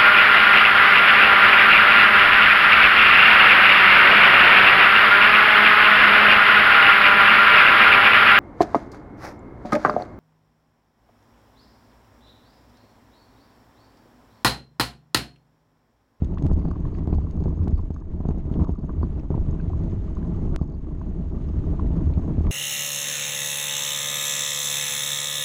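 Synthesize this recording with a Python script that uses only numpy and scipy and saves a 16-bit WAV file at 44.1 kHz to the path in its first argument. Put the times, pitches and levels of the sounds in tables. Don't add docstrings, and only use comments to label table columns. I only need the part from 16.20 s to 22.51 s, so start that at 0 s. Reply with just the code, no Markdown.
import sys
import numpy as np
from scipy import signal
from scipy.io import wavfile
from scipy.ndimage import uniform_filter1d

SR = 44100
rng = np.random.default_rng(int(sys.argv[2]) if len(sys.argv) > 2 else 0)


def file_out(sig):
    cols = np.atleast_2d(sig).T
    lim = np.clip(cols, -1, 1)
    pcm = np.round(lim * 32767).astype(np.int16)
    wavfile.write(sys.argv[1], SR, pcm)


N = 278268


def amp(db):
    return 10 ** (np.asarray(db) / 20)


def unit(x):
    return x / np.sqrt(np.mean(x ** 2) + 1e-20)


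def curve(rows):
    return np.interp(np.arange(N) / SR, *np.transpose(rows))


def clicks_at(times_s, sizes):
    clicks = np.zeros(N)
    clicks[(times_s * SR).astype(int)] = sizes
    return clicks


def fade(clicks, decay_s):
    return signal.lfilter([1], [1, -np.exp(-1 / (decay_s * SR))], clicks + 1e-18)


def resonate(x, hz, width_hz):
    r = np.exp(-np.pi * width_hz / SR)
    feedback = [1, -2 * r * np.cos(2 * np.pi * hz / SR), r * r]
    return signal.lfilter(np.array([1, 0, -1]) * (1 - r * r) / 2, feedback, x)


def ring(clicks, hz, ring_s):
    r, w = amp(-60 / (ring_s * SR)), 2 * np.pi * hz / SR
    return signal.lfilter([0, np.sin(w)], [1, -2 * r * np.cos(w), r * r], clicks + 1e-18)


def keep(x, hz, kind, order=2):
    return signal.sosfilt(signal.butter(order, hz, kind, fs=SR, output="sos"), x)


def drift(rate_hz):
    return unit(keep(rng.standard_normal(N + SR), rate_hz, "low")[SR:])


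def grains(per_s, spread_db):
    sizes = amp(spread_db * np.minimum(rng.exponential(1, N), 4.0)) * rng.choice([-1, 1], N)
    return sizes * (rng.random(N) < per_s / SR) + 1e-18


def even(x, window_s):
    window = int(window_s * SR)
    power = uniform_filter1d(uniform_filter1d(x ** 2, window), window)
    return x / np.sqrt(power + 0.018 * np.mean(power))


def swells(base_db, events):
    t, power = np.arange(0, N + 64, 64) / SR, 0
    for s, db, length_s in events:
        power = power + amp(2 * db) * 0.5 ** (2 * (2 * (t - s) / length_s) ** 2)
    return 10 * np.log10(amp(2 * base_db) + np.interp(np.arange(N) / SR, t, power))


def crunch(events, below_db, decay_s, high_hz):
    times_s, level_db = np.transpose(events)[:2]
    loudness = fade(clicks_at(times_s, amp(level_db - below_db)), decay_s)
    burst = loudness * unit(grains(9000, spread_db=9.5))
    return keep(keep(burst, high_hz, "low", order=3), 600, "high")


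def notes(events, tones, rise_s, spread_db):
    out, t = np.zeros(N), np.arange(SR // 20) / SR
    shape = (t / rise_s) ** 2 * np.exp(2 - 2 * t / rise_s)
    chance = rng.standard_normal((len(events), len(tones), 2))
    chance[:, 0] = 0
    for (s, level_db, hz), luck in zip(events, chance):
        note = 0
        for (ratio, db), (louder, higher) in zip(tones, luck):
            tone_hz = hz * ratio * (1 + 0.13 * higher)
            note = note + amp(db + spread_db * louder) * np.sin(2 * np.pi * tone_hz * t)
        at = int(s * SR)
        out[at:at + len(t)] += (amp(level_db) * note * shape)[:N - at]
    return out


# t/s, level/dB
GUSTS = [(0.333, -15), (0.647, -24.5), (0.953, -20.5), (1.545, -18.5), (2.099, -23.5), (2.504, -16.5),
         (3.123, -32), (3.206, -19), (3.838, -25.5), (4.337, -22), (5.524, -24), (5.685, -21),
         (5.791, -22.5), (6.284, -20.5)]

def wind(rough_db, patches_db):
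    gusts = [(s, db, 0.097) for s, db in GUSTS]
    level_db = swells(-27.5 + 0.27 * rough_db, gusts) + patches_db
    rumble = keep(rng.standard_normal(N), 67.7, "low", order=4)
    return amp(level_db) * even(keep(rumble, 15.0, "high"), window_s=0.047)


FORK_HZ, FORK_WIDTH_HZ = 76.97, 17
# t/s, level/dB, length/s
FORK_SWINGS = [(0.337, -18.5, 0.092), (0.809, -16, 0.041), (0.994, -18.5, 0.08), (1.196, -17, 0.029),
               (1.422, -14, 0.032), (1.539, -14, 0.039), (2.412, -15.5, 0.049), (2.818, -22, 0.11),
               (3.533, -22, 0.14), (3.78, -21, 0.033), (5.366, -15.5, 0.043), (5.626, -21, 0.019),
               (5.878, -15.5, 0.034), (5.99, -19.5, 0.058)]

def fork(rough_db):
    level_db = swells(-30.5 + rough_db, FORK_SWINGS)
    kicks = resonate(grains(300, spread_db=3.0), FORK_HZ, FORK_WIDTH_HZ)
    return amp(level_db) * even(resonate(kicks, FORK_HZ, 25), window_s=0.088)


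# f/Hz, width/Hz, level/dB
FRAME_TONES = [(136, 46.6, -2), (171.2, 30.9, 2.5), (220.4, 42.7, -4), (298.5, 79.8, -6.5),
               (393.3, 112.4, -13.5), (644, 44, -19), (770, 700, -31)]

def frame(force):
    return sum((-1) ** k * amp(db) * resonate(force, hz, width_hz)
               for k, (hz, width_hz, db) in enumerate(FRAME_TONES))


def gravel(shake_db):
    stones = grains(700 * amp(3.4 * drift(15)), spread_db=2.0)
    pushes = keep(stones, 996, "low", order=4)
    return amp(shake_db + 2.5) * even(frame(pushes), window_s=0.59)


def tread(level_db):
    noise = rng.standard_normal(N)
    hum = sum(amp(db) * resonate(resonate(noise, hz, width_hz), hz, 2 * width_hz)
              for hz, width_hz, db in FRAME_TONES[5:])
    return amp(level_db) * unit(hum)


# f/Hz, level/dB
HISS_COLOUR = [(1200, -7.5), (1410, -6), (4470, -20), (5040, -26), (6530, -24.5), (10100, -39.5),
               (12000, -62), (13000, -51)]

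def hiss(level_db):
    out, shared_flicker = 0, drift(20)
    edges_hz = 1100 * 2 ** np.arange(0, 4, 0.5)
    noise = rng.standard_normal((2, N))
    grit = noise + 0.11 * unit(grains(500 * amp(2.0 * drift(14)), spread_db=2.5))
    hz, db = np.transpose(HISS_COLOUR)
    for k, (low, high) in enumerate(zip(edges_hz, edges_hz[1:])):
        band_db = np.interp(np.log(low * high) / 2, np.log(hz), db)
        flicker_db = 1.2 * shared_flicker + 1.3 * drift(40)
        out = out + amp(band_db + flicker_db) * keep(grit[k % 2], [low, high], "band")
    hollow = amp(6) * resonate(out, hz=6600, width_hz=580)
    return amp(level_db) * unit(out + hollow)


def pebbles(shake_db):
    cluster = amp(5 * drift(12))
    rings = sum(ring(grains(70 * cluster, spread_db=5.5), hz, ring_s=5.2 / hz)
                for hz in np.geomspace(1400, 4200, num=8))
    return amp(shake_db - 41) * unit(keep(keep(rings, 3200, "low"), 1400, "high"))


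# t/s, level/dB, f/Hz
BUMPS = [(0.0222, -8, 270), (0.2236, -19.5, 600), (0.2387, -13.5, 245), (0.2461, -12, 250),
         (0.2531, -12, 214), (0.2639, -13, 200), (0.31, -17.5, 354), (0.316, -11.5, 444),
         (0.3782, -18.5, 388), (0.4121, -22, 349), (0.4552, -18, 450), (0.567, -19.5, 400),
         (0.8762, -10, 396), (0.929, -8.5, 423), (0.985, -14.5, 395), (1.178, -22.5, 347),
         (1.2243, -15, 347.6), (1.259, -10.5, 407), (1.282, -17, 400), (1.4779, -12.5, 388),
         (1.7061, -15, 386), (2.005, -15, 344), (2.0553, -12, 475), (2.09, -9.5, 420), (2.1762, -16.5, 336),
         (2.255, -21, 324), (2.3155, -11, 260), (2.3555, -15, 305), (2.392, -7.5, 276), (2.4939, -9.5, 397),
         (2.815, -18.5, 360), (2.833, -11.5, 387), (3.035, -23.5, 560), (3.1054, -9.5, 424),
         (3.152, -11, 300), (3.1792, -12, 443), (3.29, -16.5, 315), (3.3284, -19.5, 292),
         (4.3262, -21.5, 347), (4.4152, -10, 370), (5.7064, -15.5, 300), (5.8735, -22, 306),
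         (5.9749, -15.5, 373), (5.996, -18.5, 400), (6.122, -21.5, 290), (6.1823, -11, 297),
         (6.2084, -14.5, 388), (6.245, -24, 253)]

def bumps():
    out, click = np.zeros(N + SR), signal.unit_impulse(SR // 8)
    chance = rng.uniform(-1, 1, (len(BUMPS), 2))
    for (s, level_db, contact_hz), (louder, higher) in zip(BUMPS, chance):
        push = -keep(keep(click, contact_hz, "low"), 2.9 * contact_hz, "low", order=4)
        tyre = resonate(push, hz=127.96, width_hz=92)
        tube = amp(-13 + 4 * louder) * resonate(push, hz=700 * (1 + 0.1 * higher), width_hz=170)
        thud = tyre + 0.038 * frame(push) + tube + 2.5 * resonate(push, FORK_HZ, FORK_WIDTH_HZ)
        at = int(s * SR) - np.argmin(thud)
        out[at:at + len(thud)] += amp(level_db) * thud / -thud.min()
    return out[:N] + crunch(BUMPS, below_db=43.5, decay_s=0.017, high_hz=2750)


# f/Hz, level/dB, ring time/s
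PART_TONES = [(3850, -3.5, 0.0096), (4530, -0.5, 0.011), (5220, 2.5, 0.0076), (6470, 2.5, 0.015)]
# t/s, level/dB
RATTLES = [(0.0458, -44), (0.146, -57), (0.224, -46.5), (0.24, -53), (0.3323, -50.5), (0.5125, -51),
           (0.602, -59), (0.787, -58), (0.9467, -52), (0.957, -58.5), (1.11, -49.5), (1.123, -66),
           (1.1666, -60), (1.2387, -46.5), (1.367, -66), (1.4423, -50.5), (1.6103, -63), (1.65, -61),
           (1.743, -51.5), (1.763, -59), (1.802, -60), (2.011, -62), (2.086, -48), (2.182, -59.5),
           (2.357, -56), (2.4229, -61), (2.4453, -50.5), (3.1996, -62), (3.31, -51), (3.5942, -56),
           (3.6363, -58), (3.7105, -57), (3.952, -53), (5.765, -53), (6.269, -53), (6.04, -58)]

def rattles(shake_db):
    times_s, level_db = np.transpose(RATTLES)
    strength_db = rng.uniform(-11, 1, (len(RATTLES), len(PART_TONES)))
    faint = amp(shake_db - 44.0) * grains(120 * amp(5 * drift(22)), spread_db=2.5)
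    out = 0
    for k, (hz, db, ring_s) in enumerate(PART_TONES):
        touches = faint * amp(2.8 * rng.standard_normal(N))
        touches += clicks_at(times_s, amp(level_db + strength_db[:, k]))
        out = out + amp(db) * ring(keep(touches, 1.07 * hz, "low"), hz, ring_s)
    return out + crunch(RATTLES, below_db=11.5, decay_s=0.0055, high_hz=7500)


# multiple of its pitch, level/dB
KNOCK_TONES = [(1, 0.5), (0.72, -9), (1.5, -12.5)]
# t/s, level/dB, f/Hz
KNOCKS = [(0.172, -33, 1084), (0.311, -38, 1050), (0.415, -44.5, 1070), (0.451, -40, 960),
          (0.511, -33.5, 1094), (0.533, -43.5, 890), (0.557, -38, 1060), (0.651, -37.5, 1040),
          (0.784, -41, 1080), (0.949, -38, 800), (0.984, -37, 810), (1.068, -39.5, 1090), (1.237, -42, 925),
          (1.472, -34.5, 895), (1.591, -36.5, 1010), (1.762, -40, 1144), (1.82, -45.5, 950),
          (2.007, -40.5, 1000), (2.049, -37, 860), (2.09, -44, 854), (2.107, -38, 820), (2.143, -44, 690),
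          (2.3, -41.5, 880), (2.395, -40, 1100), (2.42, -38.5, 1084), (2.445, -37, 1160), (2.469, -37, 970),
          (2.692, -34, 1080), (2.829, -28.5, 1035), (3.141, -29.5, 970), (3.398, -41.5, 1540),
          (3.5, -35, 736), (3.532, -34.5, 1047), (3.968, -36, 1075), (4.026, -48, 1590), (4.343, -41, 1390),
          (4.813, -36.5, 1010), (5.971, -39.5, 890), (5.594, -27.5, 1030), (6.268, -37.5, 1090)]

def knocks(shake_db):
    small = sum(resonate(resonate(grains(110, spread_db=6.5), hz, 100), hz, 230)
                for hz in (880, 1020, 1170))
    edge = crunch(KNOCKS, below_db=17, decay_s=0.008, high_hz=1900)
    hollow = notes(KNOCKS, KNOCK_TONES, rise_s=0.0024, spread_db=-1.0)
    return hollow + edge + amp(shake_db - 28.0) * unit(small)


# multiple of its pitch, level/dB
CLINK_TONES = [(1, 2), (1.45, -3), (0.72, -4), (2.0, -8)]
# t/s, level/dB, f/Hz
CLINKS = [(.1825, -44, 1750), (.3158, -50, 1450), (.475, -61, 1470), (.7495, -49, 1680), (.786, -61, 1980),
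          (.9305, -53, 2570), (1.431, -55, 2390), (1.5185, -57, 1740), (2.1094, -48, 1520),
          (2.3398, -47, 1700), (2.4233, -58, 2190), (2.9955, -52, 2500), (3.4115, -56, 2400),
          (3.4795, -53, 2080), (3.698, -60, 3600), (3.7185, -54, 2280), (4.3453, -51, 1600),
          (5.2885, -56.5, 2800), (5.4595, -63, 2530), (5.741, -59, 2770), (5.937, -49.5, 2440),
          (6.245, -60, 2620), (6.268, -42, 1970)]

def clinks():
    ringing = notes(CLINKS, CLINK_TONES, rise_s=0.0008, spread_db=3.0)
    return ringing + crunch(CLINKS, below_db=0, decay_s=0.009, high_hz=3300)


# t/s, level/dB, dip/dB
TICKS = [(0.2262, -36, -3.5), (0.2664, -27.5, 3), (0.8738, -35.5, 3), (1.481, -29, 2), (1.579, -37.5, -1.5),
         (1.708, -40, 6.5), (2.409, -43, -2.5), (2.4427, -39, 10.5), (2.5083, -44, 2), (4.362, -15.5, 9.5)]

def ticks():
    times_s, level_db, _ = np.transpose(TICKS)
    tick = fade(clicks_at(times_s, -amp(level_db)), decay_s=0.0016)
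    return keep(tick, 8400, "low")


def dips():
    times_s, _, dip_db = np.transpose(TICKS)
    falls_db = fade(clicks_at(times_s, np.clip(dip_db, 0, 20)), decay_s=0.16)
    return amp(-uniform_filter1d(falls_db, size=40))


# start t/s, end t/s
CHATTER_SPELLS = [(.398, .465), (.49, .535), (.73, .8), (.89, .98), (1.016, 1.05), (1.165, 1.21),
                  (1.545, 1.585), (2.59, 2.62), (2.8, 2.86), (4.422, 4.436), (4.498, 4.575)]

def chatter():
    taps, hz, width_hz = np.zeros(N), PART_TONES[1][0], 1500
    for start, end in CHATTER_SPELLS:
        later, louder = rng.standard_normal((12, 2)).T
        times_s = start + np.arange(12) / FORK_HZ + 0.001 * later
        inside = times_s < end
        taps += clicks_at(times_s[inside], amp(-79 + 4 * louder[inside]))
    softened = resonate(taps + 1e-18, hz, width_hz)
    return ring(softened, hz, ring_s=0.007) * SR / (np.pi * width_hz)


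def shaking(ground_db):
    times_s, level_db, _ = np.transpose(BUMPS)
    shudder = fade(clicks_at(times_s, amp(2 * (level_db - 16.5))), decay_s=0.015)
    return 10 * np.log10(amp(2 * ground_db) + keep(shudder, 40, "low", order=1))


# t/s, level/dB
ROUGHNESS = [(0.0, -36.5), (0.26, -31.5), (0.39, -29), (0.93, -34), (1.44, -31), (1.7, -39), (1.93, -35.5),
             (2.18, -38.5), (2.46, -28.5), (3.0, -34.5), (3.09, -43.5), (3.27, -33), (3.69, -32),
             (3.87, -33), (4.08, -32.5), (4.27, -29.5), (4.44, -31), (4.71, -35.5), (5.25, -33),
             (5.41, -31.5), (5.76, -28.5), (6.04, -30.5), (6.31, -27)]
# t/s, wobble/dB
LOOSE_STONES = [(0, 2.0), (3.4, 1.6), (4.0, 0.8)]
# t/s, level/dB
TYRE_LEVEL = [(0.0, -66), (0.46, -69), (0.68, -65), (1.07, -66.5), (1.37, -68), (1.74, -67.5),
              (2.02, -68.5), (2.23, -66), (2.62, -66), (3.55, -64.5), (3.85, -63), (4.2, -63.5),
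              (4.39, -69), (4.71, -67), (5.39, -63), (6.12, -62.5), (6.31, -61.5)]

def scene():
    ground_db = curve(ROUGHNESS)
    rough_db = ground_db - ground_db.mean()
    patches_db = curve(LOOSE_STONES) * drift(19.4)
    shake_db = shaking(ground_db) + patches_db
    tyre_db = curve(TYRE_LEVEL) + 0.25 * (shake_db - shake_db.mean())
    rumble = wind(rough_db, patches_db) + fork(rough_db) + gravel(shake_db)
    tyres = tread(tyre_db) + hiss(tyre_db) + pebbles(shake_db)
    hits = clinks() + bumps() + knocks(shake_db) + rattles(shake_db) + ticks() + chatter()
    return (dips() * (rumble + tyres) + hits)[None]


def record(dry):
    rounded = 0.56 * np.tanh(dry / 0.63)
    return signal.sosfilt(signal.cheby2(10, 50, 14500, fs=SR, output="sos"), rounded)


dry = scene()
out = record(dry)
file_out(out)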